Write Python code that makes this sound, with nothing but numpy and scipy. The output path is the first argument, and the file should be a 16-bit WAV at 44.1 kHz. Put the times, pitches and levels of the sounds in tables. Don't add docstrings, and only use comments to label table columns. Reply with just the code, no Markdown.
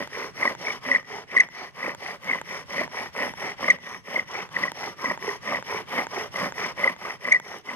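import sys
import numpy as np
from scipy import signal
from scipy.fft import rfft, irfft, next_fast_len
from scipy.io import wavfile
from scipy.ndimage import uniform_filter1d

SR = 44100
rng = np.random.default_rng(int(sys.argv[2]) if len(sys.argv) > 2 else 0)


def how_loud(loudness_db):
    steps = np.asarray(loudness_db, float) / 20
    return 10 ** steps


def store_wav(level_fs):
    pcm = np.round(np.clip(np.atleast_2d(level_fs), -1, 1) * 32767)
    wavfile.write(sys.argv[1], SR, pcm.T.astype(np.int16))


N = 341775
OVERLOAD = 0.53


def rms_one(x):
    return x / np.sqrt(np.mean(x ** 2) + 1e-20)


def at_hz(points, hz):
    table = np.array(points)
    return np.interp(np.log(hz + 1), np.log(table[:, 0] + 1), table[:, 1])


def resonate(x, hz, width_hz, count=1):
    r = np.exp(-np.pi * width_hz / SR)
    section = [(1 - r * r) / 2, 0, (r * r - 1) / 2, 1, -2 * r * np.cos(2 * np.pi * hz / SR), r * r]
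    return signal.sosfilt([section] * count, x)


def judder(hz, width_hz):
    return rms_one(resonate(rng.standard_normal(N), hz, width_hz))


# (top speed [s], turn that ends it [s], effort [dB], grip of the tip [dB])
PUSH_STROKES = [(0.0, 0.082, -33, -6), (0.455, 0.566, -32, -0.5), (0.902, 1.039, -34, 0.5),
                (1.379, 1.49, -37.5, 6), (1.865, 1.964, -36, 1), (2.32, 2.431, -35, 0.5),
                (2.807, 2.882, -32, -1.5), (3.227, 3.344, -31.5, -1.5), (3.661, 3.789, -33, 1),
                (4.158, 4.253, -34.5, 0), (4.622, 4.727, -33, -1), (5.074, 5.18, -33, 0.5),
                (5.521, 5.629, -31.5, 1), (5.986, 6.075, -30.5, -1), (6.424, 6.527, -29, -3.5),
                (6.842, 6.965, -32.5, 2.5), (7.293, 7.409, -36, 1), (7.717, 7.847, -38.5, -2)]
# (turn that ends it [s], effort [dB], grip of the tip [dB])
PULL_STROKES = [(.327, -34, 0), (.803, -31.5, -2.5), (1.262, -37.5, -0.5), (1.724, -39, 2),
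                (2.192, -35.5, -0.7), (2.653, -35, 0.9), (3.116, -34, 1.5), (3.562, -32.5, 0.8),
                (4.026, -38.5, -.3), (4.491, -35.5, 1.5), (4.956, -33.5, -0.5), (5.4, -33, -1),
                (5.852, -32.5, 0.2), (6.302, -32, -1.5), (6.745, -30.5, -0.2), (7.187, -36.5, 3),
                (7.629, -39, -2)]
# (in a push [dB], at its turn [dB], in a pull [dB], at its turn [dB])
LAYER_LEVELS = [
    (-12.5, -24.5, -13.5, -28.5),
    (0.24, -32, -0.1, -28.5),
    (1.1, -26, -0.7, -46),
    (-9, -32, -7.5, -47.5),
]


def strokes():
    push_top, push_end, push_db, push_grip_db = np.transpose(PUSH_STROKES)
    after_the_end = (8.1, -40, 0)
    pull_end, pull_db, pull_grip_db = np.transpose(PULL_STROKES + [after_the_end])
    pull_top = push_end + 0.5225 * (pull_end - push_end)
    s = np.ravel([push_top, push_end, pull_top, pull_end], order="F")
    effort_db = np.ravel([push_db, pull_db, pull_db, pull_db], order="F")
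    levels_db = effort_db + np.tile(LAYER_LEVELS, len(PUSH_STROKES))
    levels_db[2, ::2] += np.ravel([push_grip_db, pull_grip_db], order="F")
    return s, levels_db


def stroke_place():
    s = strokes()[0]
    return np.interp(np.arange(N) / SR, s, np.arange(len(s)))


def stroke_gains(rises, falls):
    s, levels_db = strokes()
    place = stroke_place()
    row = np.minimum(place.astype(int), len(s) - 2)
    part = place - row
    gains = []
    for db, rise, fall in zip(levels_db, rises, falls):
        first, second = how_loud(db)[row], how_loud(db)[row + 1]
        up = second > first
        quarter = np.sin(np.pi / 2 * np.where(up, part, 1 - part) ** 0.85)
        speed = quarter ** np.where(up, rise, fall)
        gains.append(np.minimum(first, second) + np.abs(second - first) * speed)
    return gains


def friction(modes, per_s, spread_db, smooth, uneven_db, turn):
    torn = rng.random(N) < per_s / SR
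    sizes_db = spread_db * np.minimum(rng.exponential(1, N), 3.0)
    grains = rms_one(torn * how_loud(sizes_db))
    drives = rng.standard_normal((2, 3, N)) * (grains + smooth)
    place = stroke_place()
    rows = np.arange(4 * len(PUSH_STROKES))
    push = (1 + np.round(np.cos(np.pi / 2 * rows))) / 2
    seat_db = 2.34 * rng.standard_normal((len(modes), len(rows)))
    out = 0
    for k, (hz, width_hz, db, push_db) in enumerate(modes):
        rung = resonate(drives[k % 2], hz, width_hz, count=2)
        gain = how_loud(db + push_db * push + seat_db[k])
        out = out + np.interp(place, rows, gain) * rung
    return rms_one(out * how_loud(uneven_db * np.clip(turn, -3, 2)))


# (frequency [Hz], width [Hz], level [dB], extra in a push [dB])
GROUND_MODES = [(95, 67, -7.5, -5), (176, 46, -2, 4.5), (252, 54, -7, 13), (335, 137, -5, 3.5)]


def ground_thud(turn):
    return friction(GROUND_MODES, per_s=270, spread_db=3.5, smooth=0.56, uneven_db=0.5, turn=turn)


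# (frequency [Hz], width [Hz], level [dB], extra in a push [dB])
BOARD_MODES = [(428.7, 107, 0.5, -7), (554.5, 143, -6.5, 8.5), (746, 436, -3.5, -3), (1048, 297, -2, 3.5),
               (1190, 173, -4.5, 2.5), (1380, 450, -9.5, 0.5)]


def board_grind(turn):
    return friction(BOARD_MODES, per_s=500, spread_db=3.5, smooth=0.77, uneven_db=0.0, turn=turn)


# (frequency [Hz], width [Hz], level [dB], extra in a push [dB])
TIP_MODES = [(1931, 296, 1, 1), (2050, 150, -1, 1), (2197, 210, -2, 0.45), (2520, 230, -12, 0.39)]


def tip_ring():
    turn = judder(hz=59, width_hz=135)
    return friction(TIP_MODES, per_s=430, spread_db=5.5, smooth=0.7, uneven_db=1.0, turn=turn)


# (frequency [Hz], width [Hz], level [dB], extra in a push [dB])
FIBRE_MODES = [(2995, 740, -0.5, 4.3), (3550, 680, -5.5, 1), (4440, 900, -5.5, 2.6), (5030, 550, -4, 4),
               (5497, 430, 4, 0), (5780, 910, -4.5, -0.5), (8060, 850, -20.5, 4.5), (10850, 1900, -19.5, 3),
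               (11900, 670, -21.5, 7.5), (14300, 14000, -23.5, 3)]


def fibre_rasp(turn):
    return friction(FIBRE_MODES, per_s=2500, spread_db=5.0, smooth=2.9, uneven_db=1.47, turn=turn)


def hum(slow_hz, fast_hz):
    speed = np.abs(np.cos(np.pi / 2 * stroke_place())) ** 1.8
    pitch = slow_hz + (fast_hz - slow_hz) * speed
    tone = np.sin(2 * np.pi * np.cumsum(pitch) / SR)
    return rms_one((0.57 + judder(hz=6.2, width_hz=27)) * tone)


def chirrup(swing_db, wander_hz):
    pitch = 2030 + wander_hz * judder(hz=17.3, width_hz=47.0)
    swing = how_loud(swing_db * np.clip(judder(hz=43.7, width_hz=54), -3, 2))
    return rms_one(swing * np.sin(2 * np.pi * np.cumsum(pitch) / SR))


# (frequency [Hz], level [dB])
AIR_COLOUR = [(12, -53), (20, -25), (410, -15), (1960, -1), (3950, -14), (11100, -27), (16000, -46)]


def air(loud, depth_db, recovery_s):
    hz = np.arange(N // 2 + 1) * SR / N
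    spectrum = rfft(rng.standard_normal((2, N))) * how_loud(at_hz(AIR_COLOUR, hz))
    hiss = rms_one(irfft(spectrum, N))
    band = signal.butter(3, (55.6, 142), "band", fs=SR, output="sos")
    low = signal.sosfilt(band, rng.standard_normal((3, N)))
    rumble = rms_one(low[0] * np.array([[1.3], [-0.8]]) + 0.4 * low[1:])
    t = np.arange(N) / SR / recovery_s
    peak = np.log(np.clip(np.abs(loud) / OVERLOAD, 1e-6, 1))
    duck = np.exp(np.maximum.accumulate(peak + t) - t)
    return how_loud(-depth_db * duck ** 2) * (how_loud(-55) * hiss + how_loud(-55) * rumble)


def blows(rows, bodies, crack_t60):
    out, t = np.zeros(N + 1500), np.arange(1500) / SR
    grit = signal.lfilter([1, 0, -1], [1, -1.1, 0.45], rng.standard_normal((len(rows), 1500)))
    for (s, db, crack_db), body, noise in zip(rows, bodies, grit):
        at = round(s * SR)
        crack = how_loud(crack_db - 14.0 - 60 * t / crack_t60) * noise
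        out[at:at + 1500] += how_loud(db) * (np.roll(body, 30) + crack)
    return signal.sosfilt(signal.butter(2, 250, "high", fs=SR, output="sos"), out[:N])


# (time [s], peak [dB], crack above the snap [dB])
CORD_SNAPS = [(0.073, -22.5, -12), (0.549, -21.5, -26), (1.027, -35, -37), (1.486, -31, -26),
              (1.947, -21, -9), (2.413, -19.5, -10), (2.876, -25.5, -30.5), (3.336, -24, -15),
              (3.785, -34, -22), (4.489, -30, -24), (4.717, -18.5, -5), (5.174, -22.5, -24),
              (5.624, -20.5, -19), (6.067, -18.5, -19.5), (6.521, -19, -34), (6.962, -28.5, -31),
              (7.398, -22, -9)]
# (frequency [Hz], level [dB], t60 [s])
SPINDLE_MODES = [(620, -9.5, 0.012), (924, -2.5, 0.021), (1200, -3, 0.0071), (1510, -1, .007),
                 (1950, -13, 0.0062), (3520, -7, 0.0067), (6700, -11, 0.011)]


def snaps():
    t = np.arange(1500) / SR
    change_db = 2 * rng.standard_normal((len(CORD_SNAPS), len(SPINDLE_MODES)))
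    rings = [how_loud(db - 4.5 - 60 * t / t60) * np.sin(2 * np.pi * hz * t) for hz, db, t60 in SPINDLE_MODES]
    contact = np.minimum(t / 0.0003, 1)
    bodies = how_loud(change_db) @ np.array(rings) * contact
    return blows(CORD_SNAPS + np.array([0.0009, 0, 0]), bodies, crack_t60=0.008)


# (time [s], peak [dB], frequency [Hz])
NOTCH_KNOCKS = [(.415, -28, 1170), (.435, -26, 1190), (.453, -12, 1070), (1.879, -19, 541),
                (1.35, -21, 1108), (1.848, -28, 570), (2.355, -21.5, 1035), (2.78, -25, 560),
                (2.811, -17, 631), (3.188, -25.5, 1070), (3.229, -27, 1040), (3.628, -22.5, 1093),
                (3.65, -26, 612), (3.686, -19, 1196), (4.144, -26, 620), (4.177, -22.5, 589),
                (4.653, -18.5, 1082), (5.043, -17.5, 1043), (5.111, -23.5, 615), (5.522, -19, 1178),
                (5.987, -16.5, 540), (6.211, -29.5, 1015), (6.342, -27.5, 1155), (6.417, -18.5, 1114),
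                (6.661, -22.5, 1027), (6.791, -29.5, 1027), (6.828, -29.5, 1078), (6.898, -23.5, 1050),
                (7.051, -23, 1190), (7.276, -24, 1118)]


def knocks(t60):
    s, db, hz = np.transpose(NOTCH_KNOCKS)
    t = np.arange(1500) / SR
    bodies = 0
    for ratio, share in [(1, 1.0), (0.602, 0.29), (1.5, 0.22)]:
        bodies = bodies + share * np.sin(2 * np.pi * ratio * hz[:, None] * t)
    crack_db = -38.5 - db
    return blows(np.transpose([s, db, crack_db]), bodies * how_loud(-60 * t / t60), crack_t60=0.019)


# (time of the top [s], peak [dB], frequency [Hz], growth [ms], collapse [ms])
TIP_SQUEAKS = [(0.4327, -12, 2030, 6.4, 1.5), (0.4547, -17, 2185, 1.8, 9.1), (0.479, -12, 1950, 4.8, 2.6),
               (0.917, -7, 1995, 2.7, 3.3), (0.9509, -8.5, 2024, 2.5, 5.2), (0.9606, -9, 1950, 0.84, 4.02),
               (1.3697, -6.0, 2034, 4.3, 2.3), (1.3779, -6.5, 1908, 4.5, 2.13),
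               (1.3857, -11, 2090, 2.6, 2.36), (1.4039, -2.5, 2080, 4.2, 6.9), (1.409, -5, 1916, 8.4, 2),
               (2.3005, -17, 2143, 14, 1.6), (3.7034, -0.5, 2110, 1.7, 3.9), (3.7087, -4.5, 1954, 8.6, 4.9),
               (4.197, -15, 2050, 6.4, 2.5), (4.5687, -13, 1927, 5.6, 1.5), (5.0597, -16, 1970, 8.7, 3.28),
               (6.8446, -9, 2038, 4.9, 1.73), (6.8779, -9, 2030, 3.2, 5.3), (7.323, -2, 2160, 3.01, 5.7),
               (7.327, -3, 1970, 7, 2.9), (7.3496, -8.5, 1990, 6.1, 2.6), (7.3635, -12.5, 1950, 10, 5.7)]
# (time of the top [s], peak [dB], frequency [Hz])
TIP_CHIRPS = [(.463, -20, 1950), (0.6722, -18, 2224), (0.7059, -20, 2236), (0.9275, -15, 1950),
              (0.935, -23, 2148), (0.9686, -20.5, 2136), (1.831, -21, 2010), (2.314, -16, 2080),
              (2.3355, -15, 2050), (2.3476, -23, 1987), (2.7948, -16, 1973), (2.8062, -22, 2027),
              (3.6849, -11.5, 2080), (3.718, -23, 2218), (4.1634, -13, 2100), (4.169, -19.5, 1988),
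              (4.6389, -13.5, 1982), (4.6831, -20.5, 1966), (5.1033, -17, 1949), (5.2933, -21, 1930),
              (5.5491, -21, 1973), (5.979, -20, 2140), (5.9941, -17, 2040), (6.3612, -19.5, 2030),
              (6.4467, -24, 1993), (6.8293, -27, 1990), (7.2546, -18, 2000), (7.2874, -19, 1980),
              (7.338, -14.5, 2230), (7.693, -22.5, 2040)]
CHIRP_GROWTH_MS, CHIRP_COLLAPSE_MS = 4.1, 3.695


def squeaks(sag, round_ms, drive_db, ceiling, lopsided):
    height, pitch = np.zeros(N), np.full(N, 2000.0)
    t = np.arange(-1200, 1200) / SR
    soft = np.sqrt(t ** 2 + (round_ms / 1000) ** 2) - round_ms / 1000
    chirps = [(*c, CHIRP_GROWTH_MS, CHIRP_COLLAPSE_MS) for c in TIP_CHIRPS]
    for s, db, hz, growth_ms, collapse_ms in TIP_SQUEAKS + chirps:
        burst = how_loud(db + drive_db - 11860.0 * soft / np.where(t < 0, growth_ms, collapse_ms))
        at = np.arange(round(s * SR) - 1200, round(s * SR) + 1200)
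        sagging = hz * (1 - sag * np.tanh(t / 0.0043))
        pitch[at] = np.where(burst > height[at], sagging, pitch[at])
        height[at] = np.maximum(burst, height[at])
    height = height / (1 + (height / ceiling) ** 6) ** (1 / 6)
    angle = 2 * np.pi * np.cumsum(uniform_filter1d(pitch, size=40)) / SR
    even = 2 * np.cos(2 * angle) + 0.5 * np.cos(4 * angle)
    return height * (np.sin(angle) + lopsided * (height / ceiling) ** 4 * even)


def scrape(squeak, db, power):
    grit = resonate(rng.standard_normal(N), hz=3900, width_hz=2800, count=2)
    return how_loud(db) * rms_one(grit) * np.abs(squeak) ** power


# (time [s], peak [dB])
DRY_TICKS = [(0.8304, -45), (1.7627, -49), (2.2448, -38), (2.6618, -50), (3.1634, -38), (4.5301, -41.5),
             (5.4554, -41), (6.2974, -55), (6.4264, -33), (7.1344, -44), (7.2389, -42), (7.5454, -43.5),
             (7.5724, -42), (7.5854, -39), (7.655, -47)]


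def ticks():
    rows = [(s, db, 6.0) for s, db in DRY_TICKS]
    return blows(rows, np.zeros((len(rows), 1500)), crack_t60=0.0066)


# (time of mid-stroke [s], level [dB])
CORD_HISSES = [
    (1.611, -62),
    (3.92, -58.5),
    (7.52, -58.5),
]


def cord():
    t = np.arange(N) / SR
    hiss = resonate(rng.standard_normal(N), hz=6000, width_hz=560, count=2)
    swell = sum(how_loud(db) * np.exp(-((t - s) / 0.081) ** 2) for s, db in CORD_HISSES)
    return rms_one(hiss) * swell


# (frequency [Hz], left minus right [dB])
BALANCE = [(150, -7), (380, -6.5), (1550, 1.5), (1960, 1.2), (2150, 2), (5000, 4), (8120, -5.5),
           (15000, -5)]
# (frequency [Hz], left lead beyond the lag [rad])
PHASE_LEAD = [(170, -.6), (900, .35), (1550, -.3), (1900, .1), (2100, .5), (3000, -.5), (4000, .5),
              (5500, -.5)]
# (frequency [Hz], share of direct sound [0-1])
DIRECT_SHARE = [(60, .9), (300, .95), (2200, .93), (2800, .65), (4000, .5), (5700, .85), (6500, .25),
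                (15000, .25)]


def ports(rub, hits, trees_t60, trees_db, trees_cut_hz):
    size = next_fast_len(N + SR)
    hz, t = np.arange(size // 2 + 1) * SR / size, np.arange(SR) / SR
    tail = rng.standard_normal((2, SR)) * how_loud(-60 * t / trees_t60) * (t > 0.012)
    trees = how_loud(trees_db) * rfft(rms_one(tail) / np.sqrt(SR), size) / (1 + (hz / trees_cut_hz) ** 2)
    share = np.clip(at_hz(DIRECT_SHARE, hz), 0, 1)
    side = np.array([[0.5], [-0.5]])
    lag_s = 0.0001
    lead = np.exp(1j * side * (2 * np.pi * hz * lag_s + at_hz(PHASE_LEAD, hz)))
    rub = rfft(rub, size)
    direct = (np.sqrt(share) * rub[0] + rfft(hits, size)) * (lead + trees)
    scattered = np.sqrt(1 - share) * rub[1:]
    return irfft((direct + scattered) * how_loud(side * at_hz(BALANCE, hz)), size)[:, :N]


def scene():
    thud, grind, ring, rasp = stroke_gains(rises=[4.3, 2.36, 2.31, 1.31], falls=[2.04, 2.01, 2.22, 1.56])
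    turn = judder(hz=27.3, width_hz=16)
    rub = thud * ground_thud(turn)
    rub += grind * board_grind(turn)
    rub += ring * tip_ring()
    rub += rasp * fibre_rasp(turn)
    hum_gain = thud ** 0.64 * how_loud(-18.5 + 3.0 * np.cos(np.pi / 2 * stroke_place()))
    squeak = squeaks(sag=0.0257, round_ms=0.52, drive_db=1.0, ceiling=0.64, lopsided=0.017)
    hits = 0.77 * hum_gain * hum(slow_hz=139.2, fast_hz=245.7)
    hits += how_loud(-8) * ring * chirrup(swing_db=3.5, wander_hz=111)
    hits += snaps() + knocks(t60=0.031) + squeak + ticks()
    near = ports(rub, hits, trees_t60=0.44, trees_db=-17.5, trees_cut_hz=1440)
    near = near + np.array([[1.3], [0.7]]) * scrape(squeak, db=-25.5, power=1.75)
    return near + cord() + air(squeak, depth_db=13.0, recovery_s=1.0)


def roll_off(x):
    return signal.sosfilt(signal.butter(12, 16160, fs=SR, output="sos"), x)


def record(dry):
    knee = 10.5
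    held = dry / (1 + np.abs(dry / OVERLOAD) ** knee) ** (1 / knee)
    cut = signal.sosfilt(signal.cheby2(12, 60, 16050, fs=SR, output="sos"), held)
    cut = signal.sosfilt(signal.butter(2, 45, "high", fs=SR, output="sos"), cut)
    return roll_off(cut)


dry = scene()
out = record(dry)
store_wav(out)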